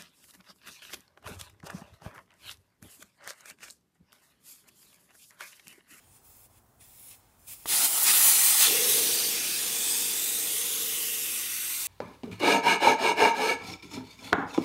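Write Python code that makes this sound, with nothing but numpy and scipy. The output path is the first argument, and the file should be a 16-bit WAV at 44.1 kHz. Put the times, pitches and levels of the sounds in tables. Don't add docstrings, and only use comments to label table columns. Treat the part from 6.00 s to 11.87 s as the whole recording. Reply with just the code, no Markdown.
import sys
import numpy as np
from scipy import signal
from scipy.fft import rfft, irfft, next_fast_len
from scipy.io import wavfile
from scipy.ndimage import uniform_filter1d, map_coordinates

SR = 44100
rng = np.random.default_rng(int(sys.argv[2]) if len(sys.argv) > 2 else 0)


def waveform_to_disk(signal):
    frames = np.transpose(np.atleast_2d(signal))
    scaled = np.clip(frames, -1, 1) * 32767
    samples = np.round(scaled).astype(np.int16)
    wavfile.write(sys.argv[1], SR, samples)


def field_ratio(decibels):
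    return 10 ** (np.asarray(decibels, dtype=float) / 20)


N = 258867
T = np.arange(N) / SR
SIZE, HOP = 512, 128
HZ = np.fft.rfftfreq(SIZE, 1 / SR)
FRAME_S = np.arange(N // HOP + 2) * HOP / SR
POP_S = 1.6575

# (time [s], stage: 0 cupped, 1 free, 2 steady, 3 sinking)
STAGE = [
    (2.675, 0),
    (2.7, 1),
    (3.4, 1),
    (3.8, 2),
    (4.35, 2),
    (4.65, 3),
]


def read(points, hz):
    f, value = np.transpose(points)
    return np.interp(np.log(hz + 1), np.log(f + 1), value)


def evened(x):
    return x / np.sqrt(np.mean(x ** 2) + 1e-20)


def coloured(gain):
    size = next_fast_len(N)
    spectrum = rfft(rng.standard_normal(size)) * gain(np.fft.rfftfreq(size, 1 / SR))
    return evened(irfft(spectrum, size)[:N])


def yard():
    # (frequency [Hz], level [dB per Hz])
    yard_colour = [(24, -49), (40, -1), (117, 0.5), (170, -10), (254, -9.5), (295, -11.5), (398, -12.5),
                   (578, -15), (761, -10), (820, -11.5), (1460, -18), (2400, -28.5), (15600, -25)]

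    def gain(hz):
        trough_db = 3.3 * np.exp(-((hz - 4600) / 1800) ** 2)
        return field_ratio(read(yard_colour, hz) - trough_db)

    return field_ratio(-63) * coloured(gain)


def flow():
    # (time [s], fizz [dB], dullness [dB])
    slow_flow = [(1.665, -47, 4), (1.691, -34, 2), (1.73, -30.5, 7), (1.86, -29, 1), (1.89, -31.5, -1),
                 (2.04, -29, 0), (2.07, -27.5, 4), (2.2, -25, 0), (2.578, -27, 2.5), (2.672, -30.5, 9),
                 (2.692, -29, -1), (2.84, -31.5, -0.5), (2.896, -27, -3.5), (3.4, -37, 2.5),
                 (3.938, -35, .5), (5.07, -35.5, -2), (5.49, -38.5, 0.5), (5.87, -38, 0)]
    # (time [s], half length [s], level [dB], dullness [dB])
    surges = [
        (1.765, 0.035, 1.5, -4.5),
        (1.846, 0.015, 4.5, -1),
        (2.036, .011, 6, -6.5),
        (2.096, 0.025, 1.5, 1.5),
        (2.172, 0.019, 2.5, -1),
        (2.273, .045, 5, -2.5),
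        (2.47, 0.042, 3, -2),
        (2.573, .011, 2, -3.5),
        (2.626, 0.032, 6, -2.5),
    ]
    s, level_db, dull_db = np.transpose(slow_flow)
    at, half, surge_db, surge_dull_db = np.transpose(surges)
    bumps = np.exp(-((FRAME_S[:, None] - at) / half) ** 2)
    level_db = np.interp(FRAME_S, s, level_db) + bumps @ surge_db
    return level_db, np.interp(FRAME_S, s, dull_db) + bumps @ surge_dull_db


def ring():
    # (time [s], hum [dB])
    hum_levels = [(1.66, -58.5), (2.635, -57.5), (2.7, -35.5), (3.08, -41), (3.37, -50.5), (3.5, -64),
                  (3.62, -52.5), (4.45, -54), (4.6, -50.5), (5.0, -52), (5.28, -57.5), (5.5, -66.5),
                  (5.87, -74)]
    # (frequency [Hz], level [dB per Hz])
    wash_colour = [(90, -20.5), (150, -2), (240, 2.5), (350, 4.5), (500, -6.5), (700, -23)]
    hum_hz, upper_hz = 468, 768
    below_hz, above_hz = 72, 46
    wash_base_db, empty_s = -51, 4.2

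    def hum_gain(hz):
        width_hz = np.where(hz < hum_hz, below_hz, above_hz)
        main = 1 / (1 + (2 * (hz - hum_hz) / width_hz) ** 2) ** 0.77
        upper = field_ratio(-16.0) / (1 + (2 * (hz - upper_hz) / above_hz) ** 2)
        return main + upper

    hum_db = np.interp(T, *np.transpose(hum_levels))
    wash_db = wash_base_db + 0.18 * (np.maximum(hum_db, wash_base_db) - wash_base_db)
    wash_db -= 11.5 * ((T - POP_S) / empty_s) ** 4
    spill_db = np.interp(T, FRAME_S, sum(flow())) + 26.5 - 8.5 * (T - POP_S)
    wash_db += (T < STAGE[0][0]) * 0.95 * spill_db

    hum = coloured(hum_gain)
    hum = evened(hum / (uniform_filter1d(hum ** 2, size=1500) + .05) ** 0.25)
    wash = coloured(lambda hz: field_ratio(read(wash_colour, hz) - 60 * (hz > 900)))
    throb = coloured(lambda hz: (hz > 2) * (hz < 12))
    return (hum * field_ratio(hum_db + 0.2 * throb) + wash * field_ratio(wash_db)) * (T > POP_S)


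def pop():
    # (frequency [Hz], level [dB], 60 dB decay [s])
    pop_modes = [(150, -26, 0.031), (300, -12, 0.013), (686, -15, 0.021), (920, -11, 0.019),
                 (1170, -15, 0.039), (2010, -15, 0.021), (3300, -14, .02)]
    t = T - POP_S
    after = np.maximum(t - .0003, 0)
    pulse = np.exp(-.5 * ((t - .0001) / 0.000087) ** 2)
    rings = sum(field_ratio(db - 60 * after / t60) * np.sin(2 * np.pi * hz * after) for hz, db, t60 in pop_modes)
    return field_ratio(-24) * (pulse - rings)


def colour_db(spectrum, echoes):
    ripples_db = sum(db * np.cos(2 * np.pi * HZ * ms / 1e3) for ms, db in echoes)
    return read(spectrum, HZ) + ripples_db


def glides_db(glides, width_hz, share):
    out = np.zeros((len(FRAME_S), len(HZ)))
    for start, end, from_hz, to_hz, db in glides:
        u = np.clip((FRAME_S - start) / (end - start), 0, 1)[:, None]
        hz = from_hz + (to_hz - from_hz) * u
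        bell = np.exp(-2.8 * ((HZ - hz) / (width_hz + share * hz)) ** 2)
        out += db * np.sin(np.pi * u) * bell
    return out


def jet(level_db, shares_db, shape_db, boost_db, patchy_db, streak_db, flicker_db, stretch=1):
    # (low edge [Hz], high edge [Hz])
    bands_hz = [(11000, 15600), (6000, 11000), (1800, 6000), (600, 1700)]
    wanted = [0 * FRAME_S] + list(shares_db.T)
    edges_hz = bands_hz[:len(wanted)]
    power = field_ratio(2 * shape_db) / len(HZ)
    lift = []
    for want_db, (lo, hi) in zip(wanted, edges_hz):
        band_power = power[:, (HZ > lo) & (HZ < hi)].sum(1)
        lift.append(want_db - 10 * np.log10(band_power))

    centres_hz = [np.sqrt(lo * hi) for lo, hi in edges_hz[::-1]]
    place = np.interp(np.log(HZ + 1), np.log(centres_hz), np.arange(len(lift))[::-1])
    blend = np.maximum(1 - abs(place - np.arange(len(lift))[:, None]), 0)

    patches = rng.standard_normal(boost_db.shape)
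    patches = evened(uniform_filter1d(uniform_filter1d(patches, size=30, axis=0), size=5, axis=1))
    streaks = evened(uniform_filter1d(rng.standard_normal(boost_db.shape), size=90, axis=0))
    frame, place_bin = np.indices(streaks.shape)
    streaks = evened(map_coordinates(streaks, [frame, place_bin / stretch], order=1))

    field_db = shape_db + boost_db + np.transpose(lift) @ blend
    field_db = field_db + patchy_db * patches + streak_db * streaks
    z = signal.stft(rng.standard_normal(N + HOP), nperseg=SIZE, noverlap=SIZE - HOP)[2][:, :len(FRAME_S)]
    air = signal.istft(z * field_ratio(field_db.T), nperseg=SIZE, noverlap=SIZE - HOP)[1][:N]
    flutter = evened(coloured(lambda hz: (hz > 12) / np.sqrt(hz + 10) / (1 + (hz / 400) ** 2)))
    return air * field_ratio(np.interp(T, FRAME_S, level_db) + flicker_db * flutter)


def leak():
    # (start [s], length [s], fizz [dB], swell [dB], dullness [dB])
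    spurts = [(.0, 0.048, -78, 3, 13.5), (0.063, 0.11, -72, 8.5, 4), (0.249, .21, -61.5, 2.5, -1.5),
              (0.501, 0.084, -75, 8.5, 5.5), (0.81, 0.033, -63.5, -1.5, 9), (.19, .05, -79, 0, 10),
              (0.852, 0.24, -62.5, 8, 1), (1.111, 0.037, -58, -6, 10), (1.155, .04, -66.5, -4, 2),
              (1.2, 0.17, -79.5, -1.5, 14), (1.394, .06, -66.5, 1, 1), (1.479, 0.056, -47.5, 3.5, 1),
              (1.555, 0.1, -57, 0.5, 2.5)]
    # (frequency [Hz], level [dB per Hz])
    thin = [(1020.0, -12.5), (1700, -14.5), (2200, -2), (3400, -7), (5000, -6.5), (7000, -4), (9500, 0.5),
            (12000, -2), (15700, 2.5)]
    # (delay [ms], ripple depth [dB], negative = inverted)
    thin_echoes = [(0.33, -0.34), (0.477, -0.51), (0.57, 0.7), (0.93, 0.18), (1.092, -0.48), (1.167, 1),
                   (1.233, -1.1), (1.389, -1.1), (2.13, -0.56)]
    # (start [s], end [s], from [Hz], to [Hz], boost [dB], negative =
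    leak_glides = [(-0.61, .5, 6800, 6800, 3), (0.0087, 0.29, 8900, 9600, 5), (.22, .5, 13800, 10500, 1),
                   (.74, 0.87, 8300, 10600, 8), (.95, 1.2, 11000, 11000, 7), (1.15, 1.6, 14500, 14500, -5),
                   (0, .27, 14000, 14000, -2), (1.38, 1.7, 9500, 7200, 1), (0.35, .8, 14500, 14500, -3)]
    open_s, shut_s, sealed_db = 0.01, 0.013, -89

    start, length, db, swell_db, dull_db = np.transpose(spurts)[:, :, None]
    since = FRAME_S - start
    edges = np.minimum(since / open_s, 0) + np.minimum((length - since) / shut_s, 0)
    spurt_flow = field_ratio(db + swell_db * np.clip(since / length, 0, 1) + 10 * edges)
    total = spurt_flow.sum(0) + field_ratio(sealed_db)
    dullness_db = (spurt_flow * dull_db).sum(0) / total
    # dB over the fizz, and how far each follows the dullness
    shares_db = np.add((-1.9, -9.5), np.outer(dullness_db, (0.53, 1.23)))
    air = jet(20 * np.log10(total), shares_db, colour_db(thin, thin_echoes)[None],
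              glides_db(leak_glides, width_hz=100, share=0.2), patchy_db=0.3, streak_db=2.5, flicker_db=0.2)
    return air * (T < POP_S)


def blow():
    # (frequency [Hz], level [dB per Hz])
    cupped = [(360.0, -75), (600, -22.5), (900, -13), (1500, -15), (2200, -9), (3400, -4), (5000, -5),
              (7000, -2.5), (9500, 1.5), (12000, -0.3), (15700, -1.5)]
    free = [(360.0, -32), (600, -22.5), (900, -18.5), (1500, -17.5), (2200, -4.0), (3400, -2), (5000, -0.5),
            (7000, -3.5), (9500, 0.0), (12000, -1), (15700, -5)]
    steady = [(360.0, -33), (600, -10), (900, -11.5), (1500, -10.5), (2200, -5.5), (3400, -5), (5000, -4.5),
              (7000, -0.5), (9500, -0.7), (12000, 0.5), (15700, -3)]
    sinking = [(360.0, -45), (600, -8), (900, -14), (1500, -7.5), (2200, -3), (3400, -6.5), (5000, -7.5),
               (7000, -4.5), (9500, -4), (12000, 1), (15700, -5)]
    # (delay [ms], ripple depth [dB], negative = inverted)
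    cupped_echoes = [(0.462, 0.4), (0.843, 0.3), (0.999, 0.4), (1.092, -0.5), (1.161, 0.3), (1.224, -0.6),
                     (1.608, 0.64), (1.725, -0.00075), (1.824, -1.1)]
    free_echoes = [(0.336, 0.6), (0.417, -0.56), (0.654, -0.1), (0.885, -0.5), (0.975, -0.7), (1.098, 0.1),
                   (1.338, -0.5), (1.825, -0.3), (2.28, 0)]
    steady_echoes = [(0.414, 0.082), (0.657, -0.057), (0.837, 0.55), (0.966, -0.24), (1.032, 0.032),
                     (1.089, 0.15), (1.341, -0.4), (1.794, -1.1), (2.133, -0.71)]
    sinking_echoes = [(0.342, 0.5), (0.414, -0.83), (0.495, -0.54), (0.606, 0.27), (0.792, 0.43),
                      (0.831, 1), (0.924, 0.7), (1.092, 0.98), (1.242, -0.73)]
    # (hiss [dB], body [dB], low roar [dB])
    stage_shares = [
        (0.81, -5.5, -16.5),
        (2.9, -1, -13.5),
        (2.3, -1.5, -17),
        (3.3, -1.5, -18),
    ]
    # (hiss [dB/dB], body [dB/dB], low roar [dB/dB])
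    blow_follow = (.6, 1.29, 0.99)
    # (time [s], factor)
    path_stretch = [
        (2.68, 1.06),
        (3.5, 1.25),
        (4.4, 1.545),
        (5.87, 1.49),
    ]
    # (start [s], end [s], from [Hz], to [Hz], boost [dB], negative =
    blow_glides = [(1.67, 2.12, 810, 740, 8.5), (2, 2.4, 11600, 11000, 2.5), (2.34, 2.62, 9000, 8000, 3.5),
                   (2.75, 3.48, 4100, 4800, 2.5), (3.04, 3.43, 5000, 5600, 2.5), (3.25, 4.7, 3430, 3640, 4),
                   (4.09, 6, 3820, 2070, 4.5), (4.7, 5.1, 4100, 3900, 5.5), (2.6, 3.3, 3500, 4000, 5.5),
                   (3.77, 4.15, 7900, 9000, 9.5), (4.05, 4.7, 7540, 9050, 6), (1.81, 2.28, 1270, 1450, 7.5),
                   (2.5, 2.04, 3600, 4100, -1), (5.28, 5.88, 2160, 1200, 4.5),
                   (1.69, 1.86, 1650, 1400, 7.5), (3.43, 3.6, 1700, 1700, -2), (3.1, 3.6, 480, 410, 7),
                   (2.4, 2.65, 14300, 14000, -5), (3.6, 4.3, 4300, 5000, 2), (5.4, 6.9, 400, 550, -8.5),
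                   (5.4, 5.4, 680, 590, 2.5), (3.23, 3.65, 680, 890, -5), (4.8, 6.3, 11100, 7300, 2)]

    colours = np.array([colour_db(cupped, cupped_echoes), colour_db(free, free_echoes),
                        colour_db(steady, steady_echoes), colour_db(sinking, sinking_echoes)])
    stage = np.interp(FRAME_S, *np.transpose(STAGE))
    share = np.maximum(1 - abs(stage[:, None] - np.arange(len(colours))), 0)
    level_db, dull_db = flow()
    shares_db = share @ stage_shares + np.outer(dull_db, blow_follow)
    stretch = np.interp(FRAME_S, *np.transpose(path_stretch))[:, None]
    leg_ms = 1.55 / stretch
    leg_db = 0.8 * np.cos(2 * np.pi * HZ * leg_ms / 1e3) * (stretch > 1)
    boost_db = glides_db(blow_glides, width_hz=390, share=0.04) + leg_db
    air = jet(level_db, shares_db, share @ colours, boost_db,
              patchy_db=1.31, streak_db=1.5, flicker_db=0.53, stretch=stretch)
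    return air * np.clip((T - POP_S) / .0015, 0, 1)


def surroundings(x, echo_db):
    taps = np.zeros(SR // 100)
    at = rng.integers(120, len(taps), size=14)
    taps[at] = field_ratio(echo_db - 400 * at / SR) * rng.choice([-1., 1.], size=14)
    taps[0] = 1
    return signal.oaconvolve(x, taps / np.linalg.norm(taps))[:N]


def scene():
    jets = surroundings(leak() + blow(), echo_db=-22)
    mono = jets + ring() + pop() + yard()
    return np.array([mono, mono])


def roll_off(x):
    return signal.sosfilt(signal.butter(12, 16850, fs=SR, output="sos"), x)


def record(dry):
    # (time [s], low edge [Hz], high edge [Hz])
    swaps = [(0.013, 4500, 5700), (0.311, 7500, 9000), (0.313, 4100, 5300), (1.078, 7500, 9700),
             (1.264, 5100, 6500), (1.428, 5100, 7700), (1.962, 5600, 7700), (2.127, 8200, 9800),
             (2.404, 5600, 7000), (2.519, 6200, 7600), (2.54, 9600, 11100), (2.587, 4100, 5300),
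             (2.706, 12200, 13900), (2.844, 4500, 5800), (2.846, 10900, 13100), (2.938, 14300, 15700),
             (3.192, 8800, 10500), (3.193, 5600, 7000), (3.194, 4100, 5100), (3.66, 5500, 7000),
             (3.891, 11600, 13200), (3.915, 4600, 5800), (4.586, 14400, 15700), (5.013, 7500, 11100),
             (5.142, 12400, 13900), (5.605, 7500, 9000)]
    limit = .7
    lowpass = signal.firwin(2047, 15760, window=("kaiser", 10), fs=SR)
    mono = signal.oaconvolve(limit * np.tanh(dry[0] / limit), lowpass, "same")
    z = signal.stft(mono, nperseg=SIZE, noverlap=SIZE - HOP)[2]
    s = np.arange(z.shape[1]) * HOP / SR
    swapped = sum(np.outer((HZ > lo) & (HZ < hi), np.exp(-((s - at) / .013) ** 4)) for at, lo, hi in swaps)
    random_phase = np.exp(2j * np.pi * rng.random(z.shape))
    apart = signal.istft(z * swapped * random_phase, nperseg=SIZE, noverlap=SIZE - HOP)[1][:N]
    return roll_off(mono + field_ratio(3) * np.array([apart, -apart]))


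dry = scene()
out = record(dry)
waveform_to_disk(out)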